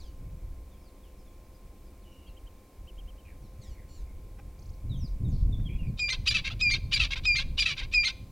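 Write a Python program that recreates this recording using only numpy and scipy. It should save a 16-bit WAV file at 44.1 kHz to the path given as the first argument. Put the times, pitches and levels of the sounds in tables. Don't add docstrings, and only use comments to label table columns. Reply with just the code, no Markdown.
import sys
import numpy as np
from scipy import signal
from scipy.fft import rfft, irfft
from scipy.io import wavfile
from scipy.ndimage import uniform_filter1d

SR = 44100
rng = np.random.default_rng(int(sys.argv[2]) if len(sys.argv) > 2 else 0)


def invert_db(level):
    return 10 ** (np.asarray(level, dtype=float) / 20)


def generate_wav(signal):
    frames = np.transpose(np.atleast_2d(signal))
    scaled = np.clip(frames, -1, 1) * 32767
    pcm = np.round(scaled).astype(np.int16)
    wavfile.write(sys.argv[1], SR, pcm)


N = 366471

# (f/Hz, relative level/dB per Hz)
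RUMBLE_SPECTRUM = [(7.1, -21.5), (12, -5.5), (22, -7), (43, -0.5), (59, -7), (86, -9.5), (100, -29),
                   (130, -38), (220, -120)]
# (f/Hz, relative level/dB per Hz)
FLUTTER_SPECTRUM = [(35, -48), (60, -10), (113, -3), (258, -21), (520, -47.5), (700, -43.5), (910, -65.5),
                    (1540, -120)]
# (t/s, level/dB)
RUMBLE_LEVEL = [(0.0, -48.5), (0.04, -41), (0.42, -44), (0.44, -37), (0.74, -48), (2.61, -49), (2.71, -61),
                (2.78, -45), (4.79, -42.5), (4.98, -29.5), (5.05, -34.5), (5.37, -29.5), (5.65, -31),
                (5.69, -44), (5.76, -31), (5.78, -45), (5.83, -30.5), (6.11, -45), (6.18, -29.5),
                (6.37, -37), (7.57, -33.5), (7.73, -49.5), (7.8, -35), (8.31, -47.5)]
# (t/s, level/dB)
FLUTTER_LEVEL = [(0.0, -64), (0.21, -47), (0.64, -59.5), (3.01, -63.5), (3.59, -47), (3.68, -59.5),
                 (4.77, -48), (4.81, -55), (4.86, -33), (5.05, -33), (5.11, -55), (5.23, -31.5),
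                 (5.85, -36), (5.88, -30), (6.06, -54), (6.32, -31.5), (6.46, -51), (6.53, -38),
                 (7.24, -42), (7.29, -52), (7.41, -37), (8.17, -56.5), (8.22, -41.5), (8.31, -50)]
# (t/s, length/s, rise/dB)
PUSHES = [(0.437, 0.027, 7), (2.44, 0.039, 5.5), (3.056, 0.047, 5), (3.694, 0.045, 7), (4.025, 0.053, 9.5),
          (4.144, 0.076, 9), (4.46, .06, 4), (4.703, 0.031, 10.5), (4.86, 0.0355, 4.5), (5.339, 0.036, 7.5),
          (5.443, 0.045, 7.5), (5.618, 0.082, 4), (5.762, 0.03, 11), (5.823, 0.027, 4.5), (6.196, 0.045, 1),
          (6.642, 0.071, 6), (6.857, 0.082, 3.5), (7.041, 0.053, 8), (7.51, 0.14, 1.5), (7.98, 0.055, 5)]
# (f/Hz, relative level/dB per Hz)
WASH_SPECTRUM = [(76, -60), (130, -39.5), (191, 2.5), (238, -11), (268, -5), (342, -3.5), (394, -8.5),
                 (511, -9), (846, -16), (1080, -19.5), (1430, -25), (2220, -28), (16000, -32.5)]
# (f/Hz, width/Hz, level/dB)
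HUMMING_BANDS = [(275.4, 6, -74), (2300, 450, -76.5)]
# (f/Hz, level/dB)
HUM_TONES = [(518, -70.5), (1050, -72)]
# (even against odd overtones/dB, brightness/dB per overtone, [(t/s, f/Hz, level/dB)])
DOG_WHINES = [(1.2, -4.5, [(0.0, 2490, -52), (.012, 2170, -52), (.048, 1694, -57), (.09, 1470, -57),
              (.12, 1420, -68)]), (1, -0.04, [(3.61, 2200, -76), (3.618, 2233, -65), (3.64, 1920, -63),
              (3.712, 1483, -68.5), (3.744, 1440, -73), (3.76, 1272, -85)]), (-5, 0.3, [(3.88, 1447, -90),
              (3.892, 1443, -68), (3.918, 1455, -69), (3.954, 1470, -66), (4.03, 1175, -73)])]
# (f/Hz, level/dB)
MUZZLE_COLOUR = [(2400, -8), (3000, -7.5), (4400, -1.5), (5200, 2.5), (6000, -6), (7300, -3.5), (8800, -13),
                 (11000, -37)]
# (t/s, length/s, start f/Hz, end f/Hz, level/dB, loudest at share of length,
# power of time in the fall of pitch)
FAR_CHIRPS = [(0.707, .06, 3790, 3140, -71, .33, .9), (0.797, .1, 5500, 3950, -69, 0.91, 1.6),
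              (1.029, 0.066, 3850, 2550, -68, .15, .6), (1.17, .065, 5550, 4812, -73, .4, .9),
              (1.245, .05, 3900, 3280, -72, .7, 1.1), (1.538, .04, 5083, 4800, -70, .5, 1.1),
              (1.84, 0.0661, 5441, 4490, -76, .4, 1.1), (2.11, .04, 5780, 5500, -73, .3, 1.1),
              (4.892, 0.078, 4100, 3120, -53, 0.35, 1), (4.971, 0.097, 6520, 4620, -54.5, 0.9, 0.92),
              (5.245, 0.043, 3850, 3483, -61.5, .15, .9), (5.522, 0.036, 3610, 3400, -49.5, 0.25, 1.9),
              (5.602, .037, 3650, 3478, -63, .22, 1.3), (5.65, 0.037, 3320, 2900, -47.5, 0.4, 2.8),
              (5.727, 0.029, 3440, 3270, -60, .6, .7), (5.783, .042, 2890, 2700, -51.5, 0.44, 1),
              (5.834, 0.079, 4940, 3900, -70, .8, 2.5)]
# (t/s, length/s, start f/Hz, end f/Hz, middle level/dB)
FAR_SLIDES = [(2.018, 0.03398, 4670, 2900, -75), (2.273, .032, 4701, 3900, -72),
              (3.42, 0.073, 6005, 4763, -78), (3.437, 0.05, 4500, 3561, -75),
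              (4.589, 0.012, 3870, 7400, -63.5), (4.62, .016, 3800, 7200, -65),
              (4.654, .018, 3800, 7600, -67), (4.689, .02, 3490, 7560, -67),
              (4.733, 0.022, 3800, 6600, -71), (4.958, .1, 3350, 2300, -77),
              (5.003, 0.023, 3900, 3500, -71), (5.06, 0.03, 4750, 3660, -65.5),
              (5.072, 0.075, 6300, 4740, -76), (5.282, 0.086, 7500, 4070, -70.5)]
# (t/s, length/s, start f/Hz, end f/Hz, width/Hz, throb rate/Hz, level/dB)
FAR_TRILLS = [(2.029, 0.31, 2950, 2760, 201, 105, -68), (3.247, 0.065, 2500, 2300, 500, 96, -63),
              (3.277, 0.06106, 2100, 1590, 400, 130, -70), (3.615, 0.06855, 2140, 1873, 400, 110, -70),
              (3.733, 0.12, 2300, 1834, 400, 107.27, -67), (4.035, .1, 2290, 2080, 400, 110, -73),
              (5.307, 0.14, 4440, 4387, 1820, 110, -66.5), (5.682, 0.095, 2300, 2550, 340, 140, -57.5),
              (5.827, 0.055, 2500, 2350, 350, 103.24, -56)]
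# (t/s at the top, length/s, top f/Hz, top level/dB)
BIRD_PIPS = [(2.278, 0.0428, 3270, -63), (2.377, 0.031, 3140, -60.5), (2.476, 0.031, 3150, -61),
             (2.889, 0.042, 3110, -56), (2.993, 0.043, 3200, -57), (3.091, 0.043, 3160, -59.5),
             (3.195, 0.044, 3130, -64.5)]
# (t/s, peak level/dB)
SCUFFS = [(4.378, -47), (5.585, -54)]
# (f/Hz, level/dB, t60/s)
SCUFF_MODES = [(850, 0, .03), (1250, -3, .015), (1600, 0, .02), (2000, 0, .012), (2400, 1, .012),
               (5300, -6, .008)]
# (t/s, kind, length/s, pulse f/Hz before the shape, effort/dB, lift/dB, brightness/dB per octave)
RASP_CALLS = [(5.969, "lead", 0.047, 632, -39, -8, -1), (6.081, "opening", 0.035, 594, -33, 2, -1),
              (6.12, "closing", 0.056, 516.4, -30, -2, 0.4), (6.254, "first", 0.042, 650, -29, 3.5, 2),
              (6.299, "second", 0.039, 570, -30, 0, 0.3), (6.339, "third", 0.073, 644, -33.5, -3, 2),
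              (6.439, "fourth", 0.057, 525, -36, 2.5, -2.5), (6.498, "fifth", .045, 703, -42, 1, 1.3),
              (6.592, "lead", 0.034, 631, -34, -3, 1.5), (6.696, "opening", .035, 586, -33, -6, -0.5),
              (6.729, "closing", .065, 524, -30.5, -0.8, 1.2),
              (6.909, "first", 0.046, 616, -30.5, 2.5, 0.7), (6.953, "second", 0.039, 561.5, -32.5, 2.5, 0),
              (6.992, "third", 0.088, 651, -33, -4, 1.5), (7.103, "fourth", 0.048, 534.5, -34, 0.7, -2.7),
              (7.155, "fifth", 0.045, 531, -37.5, -1.5, 3.2), (7.232, "lead", .042, 625, -33.5, -5.5, -0.5),
              (7.347, "opening", 0.04, 648, -34, 4, .6), (7.38, "closing", .072, 532, -30, 2, 0.5),
              (7.57, "first", 0.044, 626.5, -29.5, 0.5, 1.5), (7.611, "second", .04, 578, -31, -1, -0.5),
              (7.651, "third", 0.097, 644, -34, -3, 2), (7.764, "fourth", 0.055, 520, -37.5, .1, -3.5),
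              (7.813, "fifth", .05, 542, -43.5, .1, 1.3), (7.913, "lead", 0.049, 640, -36, 7, 3.5),
              (8.031, "opening", 0.038, 649, -34, 7, 1), (8.066, "closing", 0.067, 505, -29, -0.5, 1.2)]
RASP_COURSES = { "lead": [(0, .93, -25.5, 4.5, -1), (.35, .96, -10, 3.5, 1.5), (.6, 1.001, 0, 3, -1),
                (1, 1.01, -28.5, -9, 8)], "opening": [(0, .97, -19, 1, -12), (.3, .97, -4, 6, 0.5),
                (.55, 1.03, 0, -14, 2), (.78, 1.04, -7, -3, 4), (1, 1.05, -21, 1.5, 6)],
                "closing": [(0, 1.02, -13, 5.5, 6.5), (.12, 1.01, -6, 3, 1), (.25, 1.001, -2, -3, -3),
                (.62, 1.06, -13, 3, -1), (1, 1.02, -43.5, -3, -15)], "first": [(0, .87, -32, 6.5, 2),
                (.21, .87, -8.5, -8.5, -4.2), (.56, 1.001, 0, 5, 3), (.78, .95, -1.5, -2, 2),
                (1, 0.83, -13, -6, 1)], "second": [(0, 1.03, -19, -4.5, 12), (.18, 1.01, -6.5, 2, 4.5),
                (.37, 1.001, 0, 3.5, 1.7), (1, 1.02, -12, -1, .1)], "third": [(0, 1.001, -5, 1, -3),
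                (.12, 1.01, 2, 12, -1.5), (.3, 1.001, 0, 12, 0), (.72, .87, -1.5, 4.7, -3.5),
                (1, .9, -22, 12, -7.5)], "fourth": [(0, 1.03, -21.5, -1, -6.5), (.17, 1.001, -2.5, -2, 1),
                (.67, 1.04, -2, 6, 3.5), (1, 0.96, -14.5, 4.5, 0)], "fifth": [(0, 0.85, -9.5, 1.1, -11),
                (.4, 1.001, -0.5, -1.1, -6.5), (.62, 1.001, -3.5, -2.5, -2.5), (1, 1.001, -18.5, 9, -15)]}
# (f/Hz, width/Hz, level/dB)
THROAT_RESONANCES = [(793, 440, -24.5), (1430, 690, -18), (2550, 516, -2.5), (3110, 980, -7),
                     (3800, 790, -1), (4750, 570, -8.5), (5690, 770, -13), (6980, 1360, -24),
                     (8500, 1600, -27.5), (10800, 3300, -34.5), (13800, 2300, -48)]
# (t/s, length/s, top f/Hz, settled f/Hz, both before a 1 % lowering, level/dB,
# fade over the call/dB, brightness/dB per overtone)
WHISTLE_CALLS = [(5.991, 0.125, 2505, 2420, -28.5, -2.5, 3.5), (6.61, 0.14, 2553, 2407, -21.5, -2.5, 0.3),
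                 (7.253, .123, 2556, 2421, -21.5, -1.5, 0.1), (7.936, 0.11, 2556, 2425, -20.5, -0.5, 0.1)]
# (share of length, share of the way from settled to top f,
# levels of overtones 1 to 4/dB)
WHISTLE_COURSE = [(0, 0.56, -7.5, -36.5, -28, -63.5), (0.101, 1, -3.5, -7, -27.5, -55),
                  (.3, 0.317, -1.5, -11, -28.5, -50), (.46, 0.068, -1.5, -13.5, -36, -50),
                  (.7, -.1, -10, -10, -37.5, -60), (.87, -0.11, -10, -17.5, -40, -56),
                  (1, -0.65, -5.5, -22.5, -33, -55)]
# (t/s, length/s, start f/Hz, end f/Hz, middle level/dB)
HOARSE_BREAKS = [(6.095, 0.0054, 4130, 3000, -43), (6.274, 0.017, 2850, 2960, -30.5),
                 (6.301, 0.021, 4650, 3080, -44), (6.746, 0.0145, 4260, 3430, -34),
                 (6.921, 0.019, 2820, 3110, -32), (6.965, 0.016, 4420, 3300, -31.5),
                 (7.391, 0.022, 4210, 3410, -34.5), (7.58, 0.025, 2830, 3120, -31),
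                 (7.62, 0.017, 4380, 3280, -33), (8.054, 0.033, 4250, 3040, -35.5)]
# (t/s, kind, length/s, f/Hz before the shape, level/dB, fade/dB,
# brightness/dB per overtone)
YELP_CALLS = [(6.098, "rising", 0.04, 2088, -31, -9, 2), (6.278, "falling", 0.038, 2420, -23, -1, 0.8),
              (6.708, "rising", 0.042, 2159, -30, -5, 0.8), (6.934, "falling", .033, 2390, -26.5, 7, 1.5),
              (7.357, "rising", 0.039, 2135, -31.5, -3, -1), (7.597, "falling", 0.034, 2415, -22.5, 3, -.3),
              (8.044, "rising", 0.036, 2124, -32.5, 2.5, -0.5)]
YELP_COURSES = { "rising": [(0, .92, -12, -13, -33, -47.5, -52), (.15, .97, 0, -9, -11.5, -38, -41),
                (.35, 1.001, -1, -1.5, -7.5, -19, -45), (.7, 1.002, -5.5, -1.5, -14, -24, -49),
                (1, .98, -6, 7, -20, -42, -57)], "falling": [(0, 1.005, -21, -11.5, -25, -51, -52),
                (.35, 1.001, -9.5, -1, -24, -28.5, -45), (.7, .98, -20, -14, -28, -39, -44),
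                (1, .96, 0, -16, -33, -46, -60)]}

GUST_DB, GUST_TILT_DB = 1.2, 2.5
CREST = 3
WASH_DB, HISS_DB = -59.5, -70.5
WHINE_BREATH_DB = -7
CHIRP_START_DB, CHIRP_END_DB = -14, -9.5
PIP_DROP_HZ, PIP_FADE_DB = 745, 18
RASP_JITTER, RASP_BREATH = .03, .36
RASP_FLICKER_DB, RASP_LUMPS_DB = 3.5, 1.8
WHISTLE_LUMPS_DB = 1.2
WHISTLE_WAVER, YELP_WAVER, WHINE_WAVER = .002, .005, .022
CHIRP_WAVER, SLIDE_WAVER, BREAK_WAVER = .009, .022, .01
EDGE_S = .006
GROUND_S, GROUND_DB = .00376, -13
ECHO_DB, ECHO_T60, ECHO_RISE_S = -26.5, 0.47, 0.039
FAR_ECHO_DB, FAR_T60, FAR_RISE_S = -10.5, .25, 0.016


def evened(x):
    return x / np.sqrt(np.mean(x ** 2) + 1e-20)


def drift(shape, span):
    return evened(uniform_filter1d(rng.standard_normal(shape), span))


def add(mix, s, sound):
    part = mix[round(s * SR):][:len(sound)]
    part += sound[:len(part)]


def columns(rows):
    s, *rest = np.transpose(rows)
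    t = np.arange(s[0], s[-1], 1 / SR)
    edge = signal.windows.tukey(len(t), min(1, EDGE_S * SR / len(t)))
    return edge, [np.interp(t, s, c) for c in rest]


def resonate(x, hz, width):
    turn = np.exp(2j * np.pi * np.cumsum(hz * np.ones(len(x))) / SR)
    r = np.exp(-np.pi * width / SR)
    return 2 * (turn * signal.lfilter([(1 - r) ** 2], [1, -2 * r, r * r], x / turn)).real


def coloured(points):
    hz = np.fft.rfftfreq(N, 1 / SR)
    f, db = np.transpose(points)
    shape = invert_db(np.interp(np.log(hz + 1), np.log(f + 1), db, left=-100, right=-100))
    return evened(irfft(rfft(rng.standard_normal(N)) * shape, N))


def tone(rows, first=1, waver=0.011):
    edge, (hz, *levels_db) = columns(rows)
    phase = 2 * np.pi * np.cumsum(hz * (1 + waver * drift(len(hz), 60))) / SR
    voice = sum(invert_db(db) * np.sin((first + k) * phase) for k, db in enumerate(levels_db))
    return edge * np.sqrt(2) * voice


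def call(shape, length, hz, db, fade_db, bright_db, count):
    share, ratio, *rest = np.transpose(shape)
    levels = [c + (db + fade_db * share + bright_db * k) * (k < count) for k, c in enumerate(rest)]
    return np.transpose([share * length, ratio * hz, *levels])


def wind():
    t = np.arange(N) / SR
    lumps = evened(uniform_filter1d(drift((2, N), 900), 900))
    gusts = evened(uniform_filter1d(drift((2, N), 3000), 3000))
    push_db = sum(db * np.exp(-(2 * (t - at) / length) ** 2) for at, length, db in PUSHES)
    rumble_swing_db = 1.2 * lumps[0] + GUST_DB * gusts[0]
    flutter_swing_db = 0.93 * lumps[1] + 4.1 * lumps[0] + GUST_TILT_DB * gusts[1]
    rumble = evened(coloured(RUMBLE_SPECTRUM) * invert_db(rumble_swing_db))
    flutter = evened(coloured(FLUTTER_SPECTRUM) * invert_db(flutter_swing_db))
    rumble, flutter = CREST * np.tanh(rumble / CREST), CREST * np.tanh(flutter / CREST)
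    rumble_db = np.interp(t, *np.transpose(RUMBLE_LEVEL))
    flutter_db = np.interp(t, *np.transpose(FLUTTER_LEVEL))
    return invert_db(rumble_db + push_db) * rumble + invert_db(flutter_db + .5 * push_db) * flutter


def background():
    bands = sum(invert_db(db) * evened(resonate(rng.standard_normal(N), hz, width))
                for hz, width, db in HUMMING_BANDS)
    turns = np.cumsum(1 + 0.002 * drift(N, 3000)) / SR
    hum = sum(invert_db(db) * np.sqrt(2) * np.sin(2 * np.pi * hz * turns) for hz, db in HUM_TONES)
    return invert_db(WASH_DB) * coloured(WASH_SPECTRUM) + bands + hum


def whine(even_db, bright_db, rows):
    f, colour_db = np.transpose(MUZZLE_COLOUR)
    k = np.arange(2, 6)
    tilt_db = even_db * (k % 2 == 0) + bright_db * k
    voiced = [(s, hz, *(db + tilt_db + np.interp(k * hz, f, colour_db))) for s, hz, db in rows]
    voice = tone(voiced, first=2, waver=WHINE_WAVER)
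    return voice * (1 + invert_db(WHINE_BREATH_DB) * drift(len(voice), 30))


def chirp(length, start_hz, end_hz, db, loudest, bend):
    u = np.linspace(0, 1, num=21)
    level_db = db + np.interp(u, [0, loudest, 1], [CHIRP_START_DB, 0, CHIRP_END_DB])
    hz = start_hz + (end_hz - start_hz) * u ** bend
    return tone(np.transpose([u * length, hz, level_db]), waver=CHIRP_WAVER)


def slide(length, start_hz, end_hz, db, waver):
    middle = (length / 2, (start_hz + end_hz) / 2, db)
    return tone([(0, start_hz, db + 2.5), middle, (length, end_hz, db)], waver=waver)


def trill(length, start_hz, end_hz, width, throbs, db):
    t = np.arange(0, length, 1 / SR)
    hz = np.linspace(start_hz, end_hz, len(t))
    whistled = np.sin(2 * np.pi * np.cumsum(hz) / SR) * 300 / width
    breath = evened(resonate(rng.standard_normal(len(t)), hz, width))
    throb = np.sin(np.pi * throbs * t) ** 4 + width / 3000
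    return invert_db(db) * evened(throb * (whistled + .5 * breath)) * signal.windows.tukey(len(t), .3)


def pip(length, top_hz, db):
    u = np.linspace(-1, 1, num=15)
    hz, level_db = top_hz - PIP_DROP_HZ * u ** 2, db - PIP_FADE_DB * u ** 2
    return tone(np.transpose([(u + 1) * length / 2, hz, level_db]))


def scuff(peak_db):
    t = np.arange(2000) / SR
    ring = sum(invert_db(db - 60 * t / t60) * np.sin(2 * np.pi * hz * t) for hz, db, t60 in SCUFF_MODES)
    sound = np.convolve(np.hanning(1400) * rng.standard_normal(1400), ring)
    return invert_db(peak_db) * sound / abs(sound).max()


def rasp(kind, length, rate_hz, effort, lift, bright):
    rows = call(RASP_COURSES[kind], length, rate_hz, effort, 0, 0, count=1) + [0, 0, 0, lift, bright]
    edge, (pulse_hz, effort_db, lift_db, bright_db) = columns(rows)
    n = len(edge)
    turns = np.cumsum(pulse_hz * (1 + RASP_JITTER * drift(n, 120))) / SR
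    orders = np.arange(1, 29)[:, None]
    flicker = drift((len(orders), n), 300)
    spread = .6 * rng.random(orders.shape)
    pulses = (invert_db(RASP_FLICKER_DB * flicker) * np.cos(2 * np.pi * (orders * turns + spread))).sum(0)
    drive = (1 - RASP_BREATH) * evened(pulses) + RASP_BREATH * rng.standard_normal(n)
    drive *= invert_db(RASP_LUMPS_DB * drift(n, 70))
    out = 0
    for k, (hz, width, db) in enumerate(THROAT_RESONANCES):
        strongest = k == 2
        tilt_db = bright_db * np.log2(hz / 3500) + lift_db * strongest
        centre_hz = hz + strongest * 0.43 * (4 * pulse_hz - hz)
        out = out + (-1) ** k * invert_db(db + tilt_db) * evened(resonate(drive, centre_hz, width))
    return edge * invert_db(effort_db) * out


def whistle(length, top_hz, settled_hz, *level):
    shape = [(u, settled_hz + way * (top_hz - settled_hz), *levels)
             for u, way, *levels in WHISTLE_COURSE]
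    voice = tone(call(shape, length, 0.99, *level, count=4), waver=WHISTLE_WAVER)
    lumps = uniform_filter1d(drift(len(voice), 250), 250)
    return voice * invert_db(WHISTLE_LUMPS_DB * evened(lumps - lumps.mean()))


def yelp(kind, *note):
    return tone(call(YELP_COURSES[kind], *note, count=5), waver=YELP_WAVER)


def bush(x, echo_db, t60, rise_s):
    t = np.arange(SR) / SR
    taps = np.zeros(SR)
    at = np.arange(300, SR - 20, 20)
    taps[at + rng.integers(0, 20, len(at))] = rng.choice([-1., 1.], len(at))
    tail = signal.lfilter([1], [1, -.3], taps) * invert_db(-60 * t / t60)
    tail *= 1 - np.exp(-t / rise_s)
    tail *= invert_db(echo_db) / np.linalg.norm(tail)
    tail[0], tail[round(GROUND_S * SR)] = 1, invert_db(GROUND_DB)
    return signal.fftconvolve(x, tail)[:N]


def scene():
    near, far = np.zeros((2, N))
    for *colour, rows in DOG_WHINES:
        add(far, rows[0][0], whine(*colour, rows))
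    for s, *note in FAR_CHIRPS:
        add(far, s, chirp(*note))
    for s, *note in FAR_SLIDES:
        add(far, s, slide(*note, waver=SLIDE_WAVER))
    for s, *note in FAR_TRILLS:
        add(far, s, trill(*note))
    for s, length, *note in BIRD_PIPS:
        add(near, s - length / 2, pip(length, *note))
    for s, peak_db in SCUFFS:
        add(near, s, scuff(peak_db))
    for s, *note in RASP_CALLS:
        add(near, s, rasp(*note))
    for s, *note in WHISTLE_CALLS:
        add(near, s, whistle(*note))
    for s, *note in HOARSE_BREAKS:
        add(near, s, slide(*note, waver=BREAK_WAVER))
    for s, *note in YELP_CALLS:
        add(near, s, yelp(*note))
    calls = bush(near, ECHO_DB, ECHO_T60, ECHO_RISE_S) + bush(far, FAR_ECHO_DB, FAR_T60, FAR_RISE_S)
    return np.tile(calls + wind() + background(), (2, 1))


def top_cut(x):
    return signal.sosfilt(signal.butter(12, 16280, fs=SR, output="sos"), x)


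def record(dry):
    mix = dry + invert_db(HISS_DB) * rng.standard_normal(dry.shape)
    return top_cut(mix)


dry = scene()
out = record(dry)
generate_wav(out)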